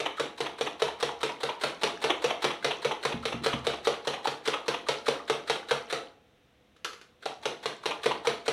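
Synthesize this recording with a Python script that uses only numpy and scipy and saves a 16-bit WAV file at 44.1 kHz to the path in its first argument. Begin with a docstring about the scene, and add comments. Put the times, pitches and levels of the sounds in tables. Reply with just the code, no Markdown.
"""A spoon beats eggs and sugar in a hand-held plastic bowl, five strokes a second, in a small bare kitchen.
In each turn it dips with a wet swish, clacks on the wall, drags along it and often flings batter back with a slap.
Midway through the first bout a few dull bumps come through the table; now and then an air pocket gulps.
After six seconds the spoon is lifted to drip and set back with a click, then a shorter bout follows.
Contacts are shaped noise, the bowl, table and bubbles are damped sines, and the walls answer with decaying noise."""
import sys
import numpy as np
from scipy import signal
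from scipy.fft import rfft, irfft, next_fast_len
from scipy.io import wavfile

SR = 44100
rng = np.random.default_rng(int(sys.argv[2]) if len(sys.argv) > 2 else 0)


def master(y):
    """Save y as 16-bit WAV."""
    cut = np.clip(np.atleast_2d(y).T, -1, 1)
    pcm = np.round(cut * 32767)  # scale
    wavfile.write(sys.argv[1], SR, pcm.astype(np.int16))


N = 375858  # samples, about 8.5 s
T = np.arange(SR // 2) / SR  # time since a contact [s]

# turns of the spoon: (time it hits the wall [s], relative clack level [dB],
# then re the clack: bowl ring [dB], swish before [dB], slap after [dB])
STROKES = [(0.0014, -22.0, -10.0, -8.0, 4.0), (0.1974, -19.5, -5.0, -10.0, -12.0),
           (0.4045, -20.5, -6.0, -7.0, -1.0), (0.61, -19.5, -5.0, -8.0, -2.0),
           (0.82, -17.0, -6.0, -8.0, -7.0), (1.0266, -17.5, -5.0, -4.0, -10.0),
           (1.2311, -17.5, -10.0, -8.0, -9.0), (1.4321, -19.5, -7.0, -7.0, -4.0),
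           (1.6362, -16.5, -15.0, -3.0, -13.0), (1.8334, -14.0, -12.0, -9.0, -14.0),
           (2.0408, -17.0, -7.0, -3.0, 3.0), (2.2418, -17.0, -4.0, -7.0, -2.0),
           (2.4428, -15.5, -8.0, -2.0, -7.0), (2.6452, -16.0, -9.0, -16.0, -3.0),
           (2.8474, -19.0, -0.0, -7.0, -2.0), (3.0513, -17.0, -6.0, -5.0, -7.0),
           (3.2535, -19.0, -9.0, -13.0, -3.0), (3.4615, -17.5, -4.0, 2.0, -2.0),
           (3.6681, -17.0, -6.0, -9.0, -9.0), (3.8712, -17.5, -2.0, -2.0, -10.0),
           (4.0716, -18.0, -6.0, -12.0, -5.0), (4.2722, -19.5, -7.0, -1.0, -17.0),
           (4.4757, -16.5, -8.0, -3.0, -2.0), (4.6813, -17.0, -7.0, -16.0, -5.0),
           (4.886, -15.0, -13.0, -15.0, -18.0), (5.0814, -16.0, -5.0, -4.0, -18.0),
           (5.2979, -17.0, -7.0, -10.0, -18.0), (5.4979, -15.5, -11.0, -8.0, -12.0),
           (5.7094, -16.5, -5.0, -7.0, -18.0), (5.9264, -19.5, -11.0, -1.0, -18.0),
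           (7.2564, -24.0, -11.0, -10.0, -18.0), (7.455, -19.5, -9.0, -11.0, -18.0),
           (7.6575, -20.0, -11.0, -8.0, -18.0), (7.8568, -18.0, -12.0, -14.0, -4.0),
           (8.0586, -17.0, -4.0, -2.0, -6.0), (8.2708, -16.0, -5.0, -7.0, -18.0),
           (8.48, -16.5, -9.0, -8.0, -18.0)]
# colour of the spoon or flung lumps moving through batter: (frequency [Hz], relative level [dB per Hz])
BATTER_COLOUR = [(180, -41.5), (300, 2.5), (486, 3.5), (1190, 4.5), (1560, -8.5), (1810, -1), (3240, 2),
                 (4020, -7), (4670, -29.5), (6100, -13.5), (7200, -28.5), (10400, -26), (16000, -56)]


def strokes():
    """The spoon strikes and rebounds on the wall, sets the bowl ringing, then drags through the sugar."""
    # colour of spoon on bowl wall: (frequency [Hz], relative level [dB per Hz])
    clack_colour = [(65, -69), (110, -25.5), (238, -14.5), (454, 0), (941, -7.5), (1070, -10.5), (1230, -6),
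                    (1650, -10), (3280, -10), (3880, -8), (5090, -20.5), (5760, -16.5), (6670, -25),
                    (10500, -29), (16000, -61.5)]
    # modes of the loaded bowl: (multiple of the ring pitch, level [dB], t60 [s])
    bowl_modes = [(.76, -23, 0.048), (0.999, 1.5, 0.079), (1.2, -9, 0.083), (1.42, -16.5, 0.023)]
    # standing waves of the kitchen: (frequency [Hz], level [dB], t60 [s])
    standing_waves = [(72.3, -41, 1), (141.7, -15, 0.2), (222.2, -24.5, 0.37), (432.4, -14, 0.26),
                      (687, -20, 0.61), (836, -29.5, 0.92)]
    # the hollow behind the spoon colours each clack: lift, middle note, range either way
    hollow_lift_db, hollow_middle_hz, hollow_octaves = 2, 1020, .35
    # note of the freely ringing bowl; share by which the shifting batter detunes it
    free_ring_hz, ring_scatter = 476, .018
    sag_hz_per_db = 2.6  # batter on the wall makes the ring both weaker and lower
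    out = np.zeros(N)
    for s, db, ring_db, _, _ in STROKES:
        hollow_hz = hollow_middle_hz * 2 ** (hollow_octaves * rng.uniform(-1, 1))
        sagged_hz = free_ring_hz + sag_hz_per_db * ring_db
        ring_hz = sagged_hz * (1 + ring_scatter * rng.standard_normal())

        touch = burst(rise=.0002, length=.005) + 1.1 * fade(.005)
        rebound = 0.59 * burst(rise=0.00032, length=0.0056) + 0.89 * fade(0.0033)
        add(touch, .005 + rng.uniform(-.0012, 0.0011), rebound)
        clack = amp(db + 18.4) * contact(touch, clack_colour, spread_db=2.5, wet_db=-1.0,
                                         hollow_db=hollow_lift_db, hollow_hz=hollow_hz)

        drag_swell = np.exp(-((T - .036) / 0.029) ** 2)
        drag = amp(db + 8.3) * contact(drag_swell, BATTER_COLOUR, spread_db=8.5, wet_db=-5.5, hollow_db=-4.5)

        # the batter chokes the ring as the spoon moves on
        choke = burst(rise=0.0023, length=0.026)
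        ring = amp(db + ring_db + 6.7) * modes(bowl_modes, pitch=ring_hz, vary_db=1.2) * choke
        add(out, s, clack + drag + in_kitchen(ring, wet_db=-8.5))

        # the room's standing waves build up a moment later
        boom = amp(db + .5 * ring_db - 1) * modes(standing_waves) * swell(0.015)
        add(out, s + 0.00376 + rng.uniform(0, 0.0033), boom)
    return out


def dips():
    """Before each clack a wet swish swells as the spoon cuts into the batter and pushes air under."""
    # colour of the spoon cutting in: (frequency [Hz], relative level [dB per Hz])
    swish_colour = [(240, -33.5), (400, 0), (921, -7.5), (1250, -1.5), (2180, -7), (2750, -11), (4050, -3),
                    (4650, -15), (6950, -22), (8760, -19.5), (11200, -30), (16000, -42)]
    usual_db = -18  # clack of an ordinary stroke
    lead_s, jitter_s = .021, .001  # usual time from entering the batter to the wall, and its scatter
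    lead_s_per_db = .0015  # a softer, slower stroke takes longer to get there
    skim_s, skim_share = .016, .15  # the spoon skims the surface before it cuts in: how long, how strongly
    gulp_db, gulp_hz = -16, 1120  # air pushed under: level re the clack, middle note
    out = np.zeros(N)
    for s, db, _, swish_db, _ in STROKES[1:]:  # the first stroke is already at the wall
        enters = s - lead_s + lead_s_per_db * (db - usual_db) + jitter_s * rng.standard_normal()
        cut = skim_share * burst(rise=0.0037, length=skim_s)
        add(cut, skim_s, burst(rise=0.0037, length=0.019))
        swish = amp(db + swish_db + 14) * contact(cut, swish_colour, spread_db=4.0, wet_db=-1.5, hollow_db=-5.5)
        gulp = pocket(db + gulp_db + 18, gulp_hz, within=0.0079, scatter=0.323, life=0.032)
        add(out, enters - skim_s - .008, swish)
        add(out, enters - .002, in_kitchen(gulp, wet_db=-3.5))
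    return out


def slaps():
    """After a short flight the batter flung by each stroke spatters back and traps air."""
    # flung batter flies longest in the middle of the first bout: (time [s], time from clack to slap [s])
    flight = [(0, .059), (2.1, .061), (3.25, .072), (4.5, .062), (8.1, .055)]
    plop_db, plop_hz = -6, 900  # air trapped as the batter lands: level re the slap, middle note
    out = np.zeros(N)
    for s, clack_db, _, _, slap_db in STROKES:
        lands = s + np.interp(s, *np.transpose(flight))
        db = clack_db + slap_db
        landing = np.exp(-((T - .009) / 0.0079) ** 2)
        spatter = amp(db + 18.3) * contact(landing, BATTER_COLOUR, spread_db=3, wet_db=-4, hollow_db=0.5)
        plop = pocket(db + plop_db + 15.5, plop_hz, within=0.00726, scatter=0.387, life=0.025)
        add(out, lands - .005, spatter)
        add(out, lands - .001, in_kitchen(plop, wet_db=-6))
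    return out


def big_gulps(count=2):
    """A large pocket of air breaks into a pair of bubbles of nearly one note."""
    # air pockets that stand out as they close: (time [s], relative level [dB], starting note [Hz])
    large_pockets = [(.179, -26, 1250), (.884, -22, 900), (1.093, -21, 920), (1.295, -24, 920),
                     (1.488, -19, 915), (2.306, -19, 620), (2.907, -20, 840), (4.178, -28, 800),
                     (4.253, -13.5, 800), (4.536, -23, 1220), (5.066, -23, 1200), (5.198, -30, 1160),
                     (7.257, -19.5, 780), (8.112, -19, 860), (8.246, -23, 816)]
    out = np.zeros(N)
    for s, db, hz in large_pockets:
        # a large pocket rings longer than a small one
        gulp = amp(db + 16) * bubbles(hz, within=0.006, scatter=0.25, life=.036, count=count)
        add(out, s - .001, in_kitchen(gulp, wet_db=-5))
    return out


def droplets(count=6):
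    """After each stroke a few small bubbles and flecks of batter burst with tiny ticks."""
    out = np.zeros(N)
    for s, db, *_ in STROKES:
        ticks = np.zeros(len(T))
        for when, note, size in rng.uniform(size=(count, 3)):
            hz = 1200 * 6 ** note
            # a smaller bubble sounds higher and dies sooner
            tick = np.sin(2 * np.pi * hz * T) * swell(2 / hz) ** 2 * fade(12 / hz)
            tick_db = db - 0.5 + 8.5 * size ** 2 - 15.5 * when - 10 * note
            add(ticks, .015 + 0.16 * when, amp(tick_db) * norm(tick))
        add(out, s, in_kitchen(ticks, wet_db=-9))
    return out


def taps():
    """The spoon's edge clicks lightly on the plastic, with a faint bowl note near 480 Hz."""
    # light, dry taps as the spoon is set back: (time [s], relative level [dB])
    set_back = [(6.7642, -52.5), (6.8462, -22), (6.932, -38), (7.014, -42)]
    # colour of a tap: (frequency [Hz], relative level [dB per Hz])
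    tap_colour = [(150, -45), (250, -20.5), (484, -5), (607, -25), (788, -18), (875, -19.5), (1280, -7),
                  (1790, -14.5), (3580, -14), (7190, -24), (8550, -33), (10900, -30), (16000, -61)]
    out = np.zeros(N)
    for s, db in set_back:
        click = contact(fade(.07), tap_colour, spread_db=2.5, wet_db=-2.5)
        add(out, s - .0005, amp(db + 18.5) * click)
    return out


def bumps():
    """Soft, heavy contacts that move only the table's low modes."""
    # dull bumps on the table: (time [s], relative level [dB], pitch [multiple of the table's modes])
    table_bumps = [(3.143, -23.5, 1), (3.343, -25, 1), (3.415, -31, 1.35), (3.539, -21.5, 1)]
    # modes of the table: (frequency [Hz], level [dB], t60 [s])
    table_modes = [(72.7, -24, 0.6), (140, -3.5, 0.1), (177, -1.5, 0.091), (248, 7.5, 0.032),
                   (234.6, -12, 0.33)]
    out = np.zeros(N)
    for s, db, pitch in table_bumps:
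        thud = amp(db) * modes(table_modes, pitch=pitch, vary_db=0.5) * swell(0.006)
        add(out, s, in_kitchen(thud, wet_db=-9.5))
    return out


def still_air():
    """The faint steady rush of the house, as coloured noise."""
    # colour of the quiet house: (frequency [Hz], relative level [dB])
    quiet_colour = [(15, -44), (25, -12), (64, 2), (242, 0), (451, -6), (503, 6), (545, -9), (677, -3.5),
                    (911, -11), (3720, -12.5), (4610, -24), (5880, -22), (7110, -29), (8140, -29),
                    (16000, -35)]
    rush_db = -64.5  # RMS re full scale
    hz = np.fft.rfftfreq(N, 1 / SR)
    rush = irfft(rfft(rng.standard_normal(N)) * amp(along(quiet_colour, hz)), N)
    return amp(rush_db) * rush / np.std(rush)


def contact(envelope, spectrum, spread_db, wet_db, hollow_db=0, hollow_hz=1000):
    """Grainy contact noise: the bowl's near side is heard directly, both sides by way of the walls."""
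    forces = [norm(grains(spread_db) * envelope) for side in range(2)]
    near, far = coloured(forces, spectrum, hollow_db, hollow_hz)
    return near + amp(wet_db) * (walls(near) + walls(far)) / np.sqrt(2)


def grains(spread_db):
    """Dense tiny contacts of very unequal size."""
    sizes = np.repeat(rng.standard_normal(len(T)), SR // 2000)[:len(T)]  # about 2000 new sizes a second
    return rng.standard_normal(len(T)) * amp(spread_db * np.minimum(sizes, 2))


def coloured(force, spectrum, hollow_db, hollow_hz):
    """A force through a causal body filter, lifted or dulled near the note of the hollow in the batter."""
    hz = np.fft.rfftfreq(len(T), 1 / SR)
    hollow = np.exp(-(2 * np.log2((hz + 1) / hollow_hz)) ** 2)
    gain = amp(along(spectrum, hz))
    gain = gain / np.sqrt(np.mean(gain ** 2)) * amp(hollow_db * hollow)
    # folding the cepstrum forward in time gives minimum phase
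    cepstrum = irfft(np.log(gain + 1e-6), len(T))
    cepstrum[1:len(T) // 2] *= 2
    cepstrum[len(T) // 2:] = 0
    return irfft(rfft(force) * np.exp(rfft(cepstrum)), len(T))


def pocket(db, hz, within, scatter, life):
    """Bubbles from an air pocket of chance size and level: a larger one sounds lower."""
    scatter_db, scatter_octaves = 1.5, .25  # no two air pockets are alike
    level, size = rng.standard_normal(2)
    note_hz = hz * 2 ** (-scatter_octaves * size)
    return amp(db + scatter_db * level) * bubbles(note_hz, within, scatter, life)


def bubbles(hz, within, scatter, life, count=4):
    """A pocket of air breaks into a few bubbles, each rising in pitch as it closes."""
    out = np.zeros(len(T))
    for k, (when, detune) in enumerate(rng.uniform(size=(count, 2))):
        pitch = hz * np.exp(scatter * k * (detune - .5))
        rising = np.sin(2 * np.pi * pitch * T * (1 + 2 * T))
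        add(out, when * within, rising * swell(0.00033) * fade(life) / (1 + k / 2))
    return norm(np.diff(out, prepend=0))  # only the change of flow radiates


def modes(table, pitch=1, vary_db=2):
    """Damped sines at new strengths for each blow."""
    out = np.zeros(len(T))
    for hz, db, t60 in table:
        strength = amp(db + rng.normal(0, vary_db))
        out += strength * np.sin(2 * np.pi * pitch * hz * T) * fade(t60)
    return out


def in_kitchen(sound, wet_db):
    """The direct sound and its reverberation."""
    return sound + amp(wet_db) * walls(sound)


def walls(sound, build=0.0026):
    """The kitchen's answer: decaying noise, with a new random tail for each sound."""
    # reverberation of the kitchen: (frequency [Hz], t60 [s])
    kitchen_decay = [(150, 1), (400, 0.38), (750, 0.44), (2000, 0.36), (4500, 0.35), (12000, 0.33)]
    hz, t, z = signal.stft(rng.standard_normal(len(T)), SR, nperseg=256)
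    decay = np.exp(-np.log(1000) * t / along(kitchen_decay, hz)[:, None])
    tail = signal.istft(z * decay, SR, nperseg=256)[1][:len(T)]
    return signal.fftconvolve(sound, norm(tail * swell(build) ** 2))[:len(T)]


def burst(rise, length):
    """Envelope of a contact that builds, holds and lets go."""
    return swell(rise) ** 2 / (1 + (T / length) ** 4)


def swell(rise):
    """Soft start with time constant rise [s]."""
    return 1 - np.exp(-T / rise)


def fade(t60):
    """Exponential decay by 60 dB in t60 seconds."""
    return np.exp(-np.log(1000) * T / t60)


def amp(db):
    """Decibels to gain."""
    return 10 ** (np.asarray(db) / 20)


def norm(x):
    """x with energy 1."""
    return x / np.sqrt(np.sum(x ** 2) + 1e-20)


def along(points, hz):
    """(Hz, value) points read on a log axis."""
    f, v = np.transpose(points)
    return np.interp(np.log(hz + 1), np.log(f + 1), v)


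def add(track, s, sound):
    """Mix a sound into the track at s seconds."""
    part = track[max(round(s * SR), 0):][:len(sound)]
    part += sound[:len(part)]


def scene():
    """Everything at one microphone, an arm's length from the bowl."""
    beating = strokes() + dips() + slaps() + big_gulps() + droplets()
    return (beating + taps() + bumps() + still_air())[None]


def record(dry):
    """The phone keeps nothing above its band limit."""
    top_hz = 15950
    size = next_fast_len(N + SR // 2)
    kept = np.fft.rfftfreq(size, 1 / SR) < top_hz
    return irfft(rfft(dry, size) * kept, size)[..., :N]


dry = scene()
out = record(dry)
master(out)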